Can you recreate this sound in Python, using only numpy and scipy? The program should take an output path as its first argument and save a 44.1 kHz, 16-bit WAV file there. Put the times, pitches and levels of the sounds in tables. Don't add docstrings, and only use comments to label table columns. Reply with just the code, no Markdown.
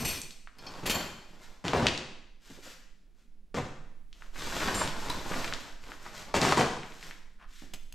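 import sys
import numpy as np
from scipy import signal
from scipy.fft import rfft, irfft
from scipy.io import wavfile
from scipy.ndimage import uniform_filter1d

SR = 44100
rng = np.random.default_rng(int(sys.argv[2]) if len(sys.argv) > 2 else 0)


def transcribe(signal):
    frames = np.atleast_2d(signal).T
    limited = np.clip(frames, -1, 1)
    pcm = np.round(limited * 32767).astype(np.int16)
    wavfile.write(sys.argv[1], SR, pcm)


N = 350286

# start in seconds, level in dB, length in seconds, tilt in dB per octave.
LANDINGS = [(0.0, -36.5, 0.06, -3), (0.829, -37.5, 0.023, -2.5), (0.857, -35, 0.041, 1.5),
            (0.943, -28.5, 0.019, -1), (1.6413, -32.5, 0.08, -1.1), (1.735, -28, 0.13, -1.87),
            (1.825, -24.5, 0.0098, -6.5), (3.5433, -32.5, 0.045, -1), (3.571, -34, 0.032, -3.5),
            (6.3405, -23, 0.037, 0), (6.41, -26.5, 0.12, 0.63), (6.567, -23.5, 0.054, -0.3),
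            (7.62, -47, 0.0072, -2)]
# frequency in Hz, level in dB.
LANDING_TONE = [(25, -32), (50, -8), (197, 0), (480, -3.5), (1020, -7), (1730, -11), (7340, -21),
                (10300, -34.5), (12600, -36.5), (15500, -59.5)]

# start in seconds, level in dB,
# length of the clatter in seconds, how much louder the ring is than the clack in dB.
POLE_HITS = [(0.0, -23.5, 0.05, -0.5), (0.048, -16.5, 0.035, -0.5), (0.078, -15.5, 0.12, -1.5)]
CARABINER_HITS = [(0.585, -45.5, 0.0082, 4.3), (0.666, -37, 0.0017, 16)]
SHAFT_HITS = [(0.862, -17.5, 0.018, -4.5), (0.897, -11.5, .03, -6.5), (0.945, -20.5, 0.0084, 19)]
GOGGLE_HITS = [(3.572, -31.5, 0.032, 23)]
RING_HITS = [(4.744, -34.5, 0.008, 5), (4.768, -35, 0.038, 18)]
LATCH_HITS = [(5.099, -27, 0.0069, 5)]
HOOK_HITS = [(7.736, -24.5, 0.015, -3.5), (7.925, -34, 0.0016, -3.5)]
# pitch in Hz, level in dB.
POLE_NOTES = [(2428, -6), (2560, -8), (4420, 0.5), (5250, -3.5), (5986, 3.5), (6207, -4.5), (7472, 0),
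              (8317, 2), (8759, 2), (11680, 6.5), (12274, 4)]
CARABINER_NOTES = [(2425, -5), (3225, -4.5), (4390, 2), (5000, -3.5), (5330, -0.5), (6223, -9)]
SHAFT_NOTES = [(2450, -4), (3122, -1.5), (4410, 0.5), (7170, -2), (7257, 1), (12400, 1)]
GOGGLE_NOTES = [(520, 6), (660, 5), (1020, 8), (1250, -7)]
RING_NOTES = [(7101, 7), (7418, 10), (8210, 5), (8995, 5), (9528, 1), (11560, -1)]
LATCH_NOTES = [(990, -1), (3950, 3), (5039, -6), (7564, -12)]
HOOK_NOTES = [(3015, -4), (4985, -1), (6395, 8), (7800, 2)]
# frequency in Hz, level in dB.
CLACK_TONE = [(200, 4.5), (1200, -7), (2700, 0), (6000, -5.5), (9000, -10.5), (10800, -11), (12300, -10.5),
              (15500, -21.5)]

# time in seconds, level in dB.
DRAUGHT = [(0.0, -50.5), (3.5, -50), (4.3, -42), (5.3, -38.5), (5.9, -46.5), (7.0, -48.5), (7.9, -44)]
# frequency in Hz, level in dB.
RUMBLE_TONE = [(3, -20), (9, -2.5), (30, -20.5), (55, -31.5), (90, -57.5), (300, -73.5)]
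HUSH_TONE = [(30, -26), (90, -16.5), (190, 2), (400, -11.5), (1000, -25), (2000, -26), (5000, -30.5),
             (16000, -54.5)]

# start in seconds, peak level in dB, pitch in Hz.
CLICKS = [(0.217, -18, 8200), (0.308, -33, 4040), (0.4736, -38, 1390), (1.6816, -19, 2900),
          (1.8683, -10, 2580), (1.8694, -14, 4300), (1.885, -19, 2580), (1.977, -22, 3860),
          (4.129, -40, 3180), (4.222, -40.5, 1410), (4.696, -30, 1440), (4.876, -26.5, 3140),
          (5.5255, -23.5, 1520), (5.5373, -21, 3700), (5.839, -42, 2230), (5.919, -32.5, 1390),
          (6.416, -15, 4580), (6.833, -34.5, 2020), (6.922, -40, 2400), (7.028, -35, 2040),
          (7.1106, -33, 1830)]

# start in seconds, length in seconds, hiss level in dB, crumpling level in dB.
PULLS = [(0.535, 0.51, -55, -47.5), (0.903, 0.17, -46, -41.5), (1.14, 0.53, -63, -60),
         (1.406, 0.062, -56, -67), (2.394, 0.22, -55, -62.5), (2.592, 0.17, -48.5, -59),
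         (3.132, 0.13, -70, -79), (4.103, 0.22, -61.5, -65.5), (4.318, 0.35, -40.5, -42),
         (4.524, 0.41, -39.5, -34), (4.887, 0.4, -44.5, -40.5), (5.227, 0.28, -40, -38),
         (5.424, 0.34, -52, -52), (5.79, 0.21, -53, -51.5), (5.99, 0.13, -50.5, -50.5),
         (6.107, 0.14, -46.5, -46), (6.22, 0.13, -65, -51), (6.77, 0.4, -55, -66),
         (6.99, 0.12, -53.5, -51.5), (7.467, 0.21, -54, -82)]
# frequency in Hz, level in dB.
HISS_TONE = [(600, -23), (1400, 7.5), (2800, 6.5), (7500, 2.5), (10500, -11), (12500, -4), (15500, -29.5)]
CRUMPLE_TONE = [(40, -0.5), (190, 3.5), (650, -0.5), (1050, -0.5), (1800, -10.5), (14000, -55)]
CRINKLE_TONE = [(400, -22.5), (1200, -1), (2400, -5), (5000, -5.5), (14000, -44.5)]

# start in seconds, peak level in dB, pitch in Hz.
SLAPS = [(1.7336, -14, 860), (1.749, -17, 483), (1.858, -18, 666), (3.5456, -31, 452), (6.343, -14, 805),
         (6.451, -13, 1000), (6.5234, -8.5, 1030), (6.574, -14.5, 1070), (6.611, -14, 774)]
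# start in seconds, level in dB, length in seconds, pitch in Hz.
SCUFFS = [(2.494, -48, 0.026, 200), (2.567, -54, 0.033, 316), (2.654, -51.5, 0.032, 325),
          (4.355, -44, 0.012, 1460), (4.521, -36.5, 0.011, 1390), (4.595, -37, 0.049, 1620),
          (4.675, -30, 0.019, 1070), (4.805, -29.5, 0.023, 940), (5.317, -33, 0.0064, 1290),
          (5.332, -35, 0.016, 1180), (5.441, -37, 0.013, 1910), (5.474, -39.5, 0.012, 2480),
          (6.049, -46, 0.029, 1020), (7.382, -57.5, 0.09, 1232)]

# frequency in Hz, seconds to fade by 60 dB (called t60 below).
ROOM_T60 = [(100, 0.71), (700, 0.69), (1840, 0.8), (8000, 0.69), (13000, 0.48)]
# frequency in Hz, level of the left-minus-right part in dB.
ROOM_WIDTH = [(100, -29), (300, -20), (700, -13), (1500, -8), (5000, -10), (9000, -8), (13000, 0)]
# frequency in Hz, how much louder the left is in dB.
LEFT_BOOST = [(200, 0), (1500, 2), (10500, 0), (11700, 6.5), (13000, 11)]
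# frequency in Hz, how far the left wave is ahead in radians.
LEFT_LEAD = [(11400, 0), (13200, -2.2)]

CATCH_DB, CATCH_S = 2, 0.008


def amp(db):
    return 10 ** (np.asarray(db) / 20)


def evened(x):
    return x / np.sqrt(np.mean(x ** 2) + 1e-20)


def unit(x):
    return x / np.sqrt(np.sum(x ** 2) + 1e-20)


def read(points, hz):
    f, value = np.transpose(points)
    return np.interp(np.log(hz + 1), np.log(f + 1), value)


def add(mix, start, sound):
    part = mix[max(round(start * SR), 0):][:len(sound)]
    part += sound[:len(part)]


def shaped(x, gain_at):
    return irfft(rfft(x) * gain_at(np.fft.rfftfreq(x.shape[-1], 1 / SR)), x.shape[-1])


def snap(tone, tilt_db=0, size=2048):
    hz = abs(np.fft.fftfreq(size, 1 / SR))
    log_gain = np.log(amp(read(tone, hz) + tilt_db * np.log2(np.maximum(hz, 70))))
    spectrum = np.exp(np.conj(signal.hilbert(log_gain)))
    return unit(np.fft.ifft(spectrum).real)


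def grains(n, per_s, spread_db):
    chance, size, sign = rng.random((3, n))
    strength = amp(spread_db * np.minimum(-np.log(1 - size), 4))
    return evened((chance < per_s / SR) * np.sign(sign - .5) * strength)


def wander(shape, seconds):
    drift = uniform_filter1d(rng.standard_normal(shape), int(seconds * SR))
    return np.clip(evened(drift), -1.5, 1.5)


def arch(length):
    return np.sin(np.linspace(0, np.pi, int(length * SR)))


def contact(chatter_db, t60, size=8192):
    t = np.arange(size // 4) / SR
    touch = amp(chatter_db - 60 * t / t60) * rng.standard_normal(len(t))
    touch[0] = 1
    spectrum = np.fft.fft(touch, size)
    tone = np.exp(np.conj(signal.hilbert(np.log(abs(spectrum) + 1e-12))))
    return np.fft.ifft(spectrum / tone).real[:len(t)]


def landings(per_s=6000, spread_db=3, sag_db=3, onset_db=-1, onset_s=0.0074):
    out = np.zeros(N)
    for start, db, length, tilt_db in LANDINGS:
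        n = int(max(length, .004) * SR)
        t = np.arange(n) / SR
        catching_db = CATCH_DB * wander(SR // 4, CATCH_S)[:n]
        force = amp(onset_db * np.exp(-t / onset_s) - sag_db * t / length + catching_db)
        shower = evened(grains(SR // 4, per_s, spread_db)[:n] * force)
        add(out, start, amp(db) * signal.fftconvolve(shower, snap(LANDING_TONE, tilt_db)))
    return out


def hard_gear(hits, notes, t60, level_db, linger_db=-70, linger_t60=0.35, jitter_hz=30):
    out, t = np.zeros(N), np.arange(SR // 2) / SR
    hz, note_db = np.transpose(notes)[:, :, None]
    height = np.sqrt(hz / hz.mean())
    age = t * height
    linger = amp(linger_db - 60 * age / linger_t60)
    fade = amp(note_db) * (amp(-60 * age / t60) + linger)
    for start, db, length, ring_db in hits:
        n = int(max(length, .002) * SR)
        clatter = unit(grains(SR // 8, per_s=6000, spread_db=2)[:n] * np.linspace(1, .3, n))
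        clack = np.pad(signal.fftconvolve(clatter, snap(CLACK_TONE)), (0, len(t)))[:len(t)]
        rough_hz = hz + jitter_hz * height * wander(age.shape, seconds=0.002)
        cycles = np.cumsum(rough_hz, axis=1) / SR + rng.random(hz.shape)
        ring = np.sum(fade * np.sin(2 * np.pi * cycles), axis=0)
        ring = unit(ring * np.minimum(t * SR / n, 1))
        add(out, start, amp(db + level_db) * unit(clack + amp(ring_db) * ring))
    return out


def air(left_db=-2, right_db=3.0, hush_db=-71, width=0.23):
    noise = rng.standard_normal(N) + width * rng.standard_normal((2, N))
    rumble = evened(shaped(noise, lambda f: amp(read(RUMBLE_TONE, f)))) * amp([[left_db], [right_db]])
    hush = evened(shaped(noise[:, ::-1], lambda f: amp(read(HUSH_TONE, f))))
    draught = amp(np.interp(np.arange(N) / SR, *np.transpose(DRAUGHT)))
    return rumble * draught + amp(hush_db) * hush


def buckles(level_db=6, chatter_db=-19, chatter_t60=0.027, body_db=-7, body_cycles=11):
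    out, t = np.zeros(N), np.arange(SR // 20) / SR
    for start, db, hz in CLICKS:
        body = unit(amp(-60 * t * hz / body_cycles) * np.cos(2 * np.pi * hz * t))
        tone = [(hz / 8, -28), (hz / 2, -9), (hz, 0), (hz * 2, -8), (hz * 3.5, -23), (hz * 10, -52)]
        tick = snap(tone, size=len(t))
        click = signal.fftconvolve(contact(chatter_db, chatter_t60), tick + amp(body_db) * body)
        add(out, start, amp(db + level_db) * click / abs(click).max())
    return signal.lfilter(*signal.butter(3, 8000, fs=SR), out)


def nylon(hiss_db=-1.5, crinkle_db=-7, clump_db=3, clump_s=0.02):
    slide, fold = np.zeros((2, N))
    for start, length, slide_db, fold_db in PULLS:
        add(slide, start, amp(slide_db) * arch(length))
        add(fold, start, amp(fold_db) * arch(length))
    fold *= amp(clump_db * wander(N, clump_s))
    slide *= amp(CATCH_DB * wander(N, CATCH_S))
    hiss = signal.oaconvolve(slide * grains(N, per_s=16000, spread_db=7.0), snap(HISS_TONE))
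    pops = signal.oaconvolve(fold * grains(N, per_s=900, spread_db=3.5), snap(CRUMPLE_TONE))
    crinkles = signal.oaconvolve(fold * grains(N, per_s=130, spread_db=2.5), snap(CRINKLE_TONE))
    return (amp(hiss_db) * hiss + pops + amp(crinkle_db) * crinkles)[:N]


def slaps(level_db=3, flutter_db=-18, flutter_t60=0.044):
    out = np.zeros(N)
    for start, db, hz in SLAPS:
        tone = [(hz / 8, -16), (hz / 2, -8), (hz, 0), (hz * 1.7, -11), (hz * 5, -23), (hz * 16, -52)]
        pop = signal.fftconvolve(contact(flutter_db, flutter_t60), snap(tone))
        add(out, start, amp(db + level_db) * pop / abs(pop).max())
    return out


def scuffs(per_s=3000, spread_db=3, sharpness=0.91):
    out = np.zeros(N)
    for start, db, length, hz in SCUFFS:
        speed = arch(length)
        slips = grains(SR, per_s, spread_db)[:len(speed)] * speed
        fold = signal.iirpeak(hz, sharpness, fs=SR)
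        scuff = signal.lfilter(*fold, signal.lfilter(*fold, slips))
        add(out, start, amp(db) * evened(scuff))
    return out


def reflections(early_db):
    fade_in = np.minimum(np.arange(SR) / SR / 0.0045, 1)
    bounces = rng.choice([-1., 1.], (2, SR)) * (rng.random((2, SR)) < 5000 / SR) * fade_in
    hz, t, spectrum = signal.stft(bounces, SR, nperseg=256)
    fade_out = amp(-60 * t / read(ROOM_T60, hz)[:, None])
    tail = signal.istft(spectrum * fade_out, SR, nperseg=256)[1][:, :SR]
    middle = unit(tail[0])
    side = shaped(unit(tail[1]), lambda f: amp(read(ROOM_WIDTH, f)))
    delays = (rng.uniform(.002, .022, size=10) * SR).astype(int)
    middle[delays] += amp(early_db) * unit(rng.choice([-1., 1.], size=10))
    return np.array([middle + side, middle - side]) / np.linalg.norm(middle)


def room(x, direct_db, early_db, shift_hz=20, places=3):
    out = amp(direct_db) * np.array([x, x])
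    for place in range(places):
        share = np.sqrt(2 / places) * np.cos(np.pi * (shift_hz * np.arange(N) / SR + place / places))
        out += signal.fftconvolve((x * share)[None], reflections(early_db), axes=1)[:, :N]
    return out / np.hypot(1, amp(direct_db))


def scene():
    clinks = (hard_gear(POLE_HITS, POLE_NOTES, t60=0.076, level_db=17, linger_db=-24, jitter_hz=95)
              + hard_gear(SHAFT_HITS, SHAFT_NOTES, t60=0.055, level_db=16, linger_db=-8, jitter_hz=100)
              + hard_gear(RING_HITS, RING_NOTES, t60=0.075, level_db=29, linger_db=-2)
              + hard_gear(HOOK_HITS, HOOK_NOTES, t60=0.02, level_db=11.5)
              + hard_gear(CARABINER_HITS, CARABINER_NOTES, t60=0.11, level_db=23, jitter_hz=110)
              + hard_gear(GOGGLE_HITS, GOGGLE_NOTES, t60=0.037, level_db=26.5)
              + hard_gear(LATCH_HITS, LATCH_NOTES, t60=0.029, level_db=25, jitter_hz=80))
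    return (room(landings(), direct_db=-1.0, early_db=-4.5)
            + room(nylon(), direct_db=-1.5, early_db=-6.0)
            + room(buckles() + slaps() + scuffs(), direct_db=4, early_db=-2.5)
            + room(clinks, direct_db=5.0, early_db=-0.5)
            + air())


def record(dry, cutoff_hz=15800):
    half = np.array([[.5], [-.5]])
    heard = shaped(dry, lambda f: amp(half * read(LEFT_BOOST, f)) * np.exp(1j * half * read(LEFT_LEAD, f)))
    treble_cut = signal.firwin(511, cutoff_hz, window=("kaiser", 9), fs=SR)
    return signal.oaconvolve(heard, treble_cut[None], "same")


dry = scene()
out = record(dry)
transcribe(out)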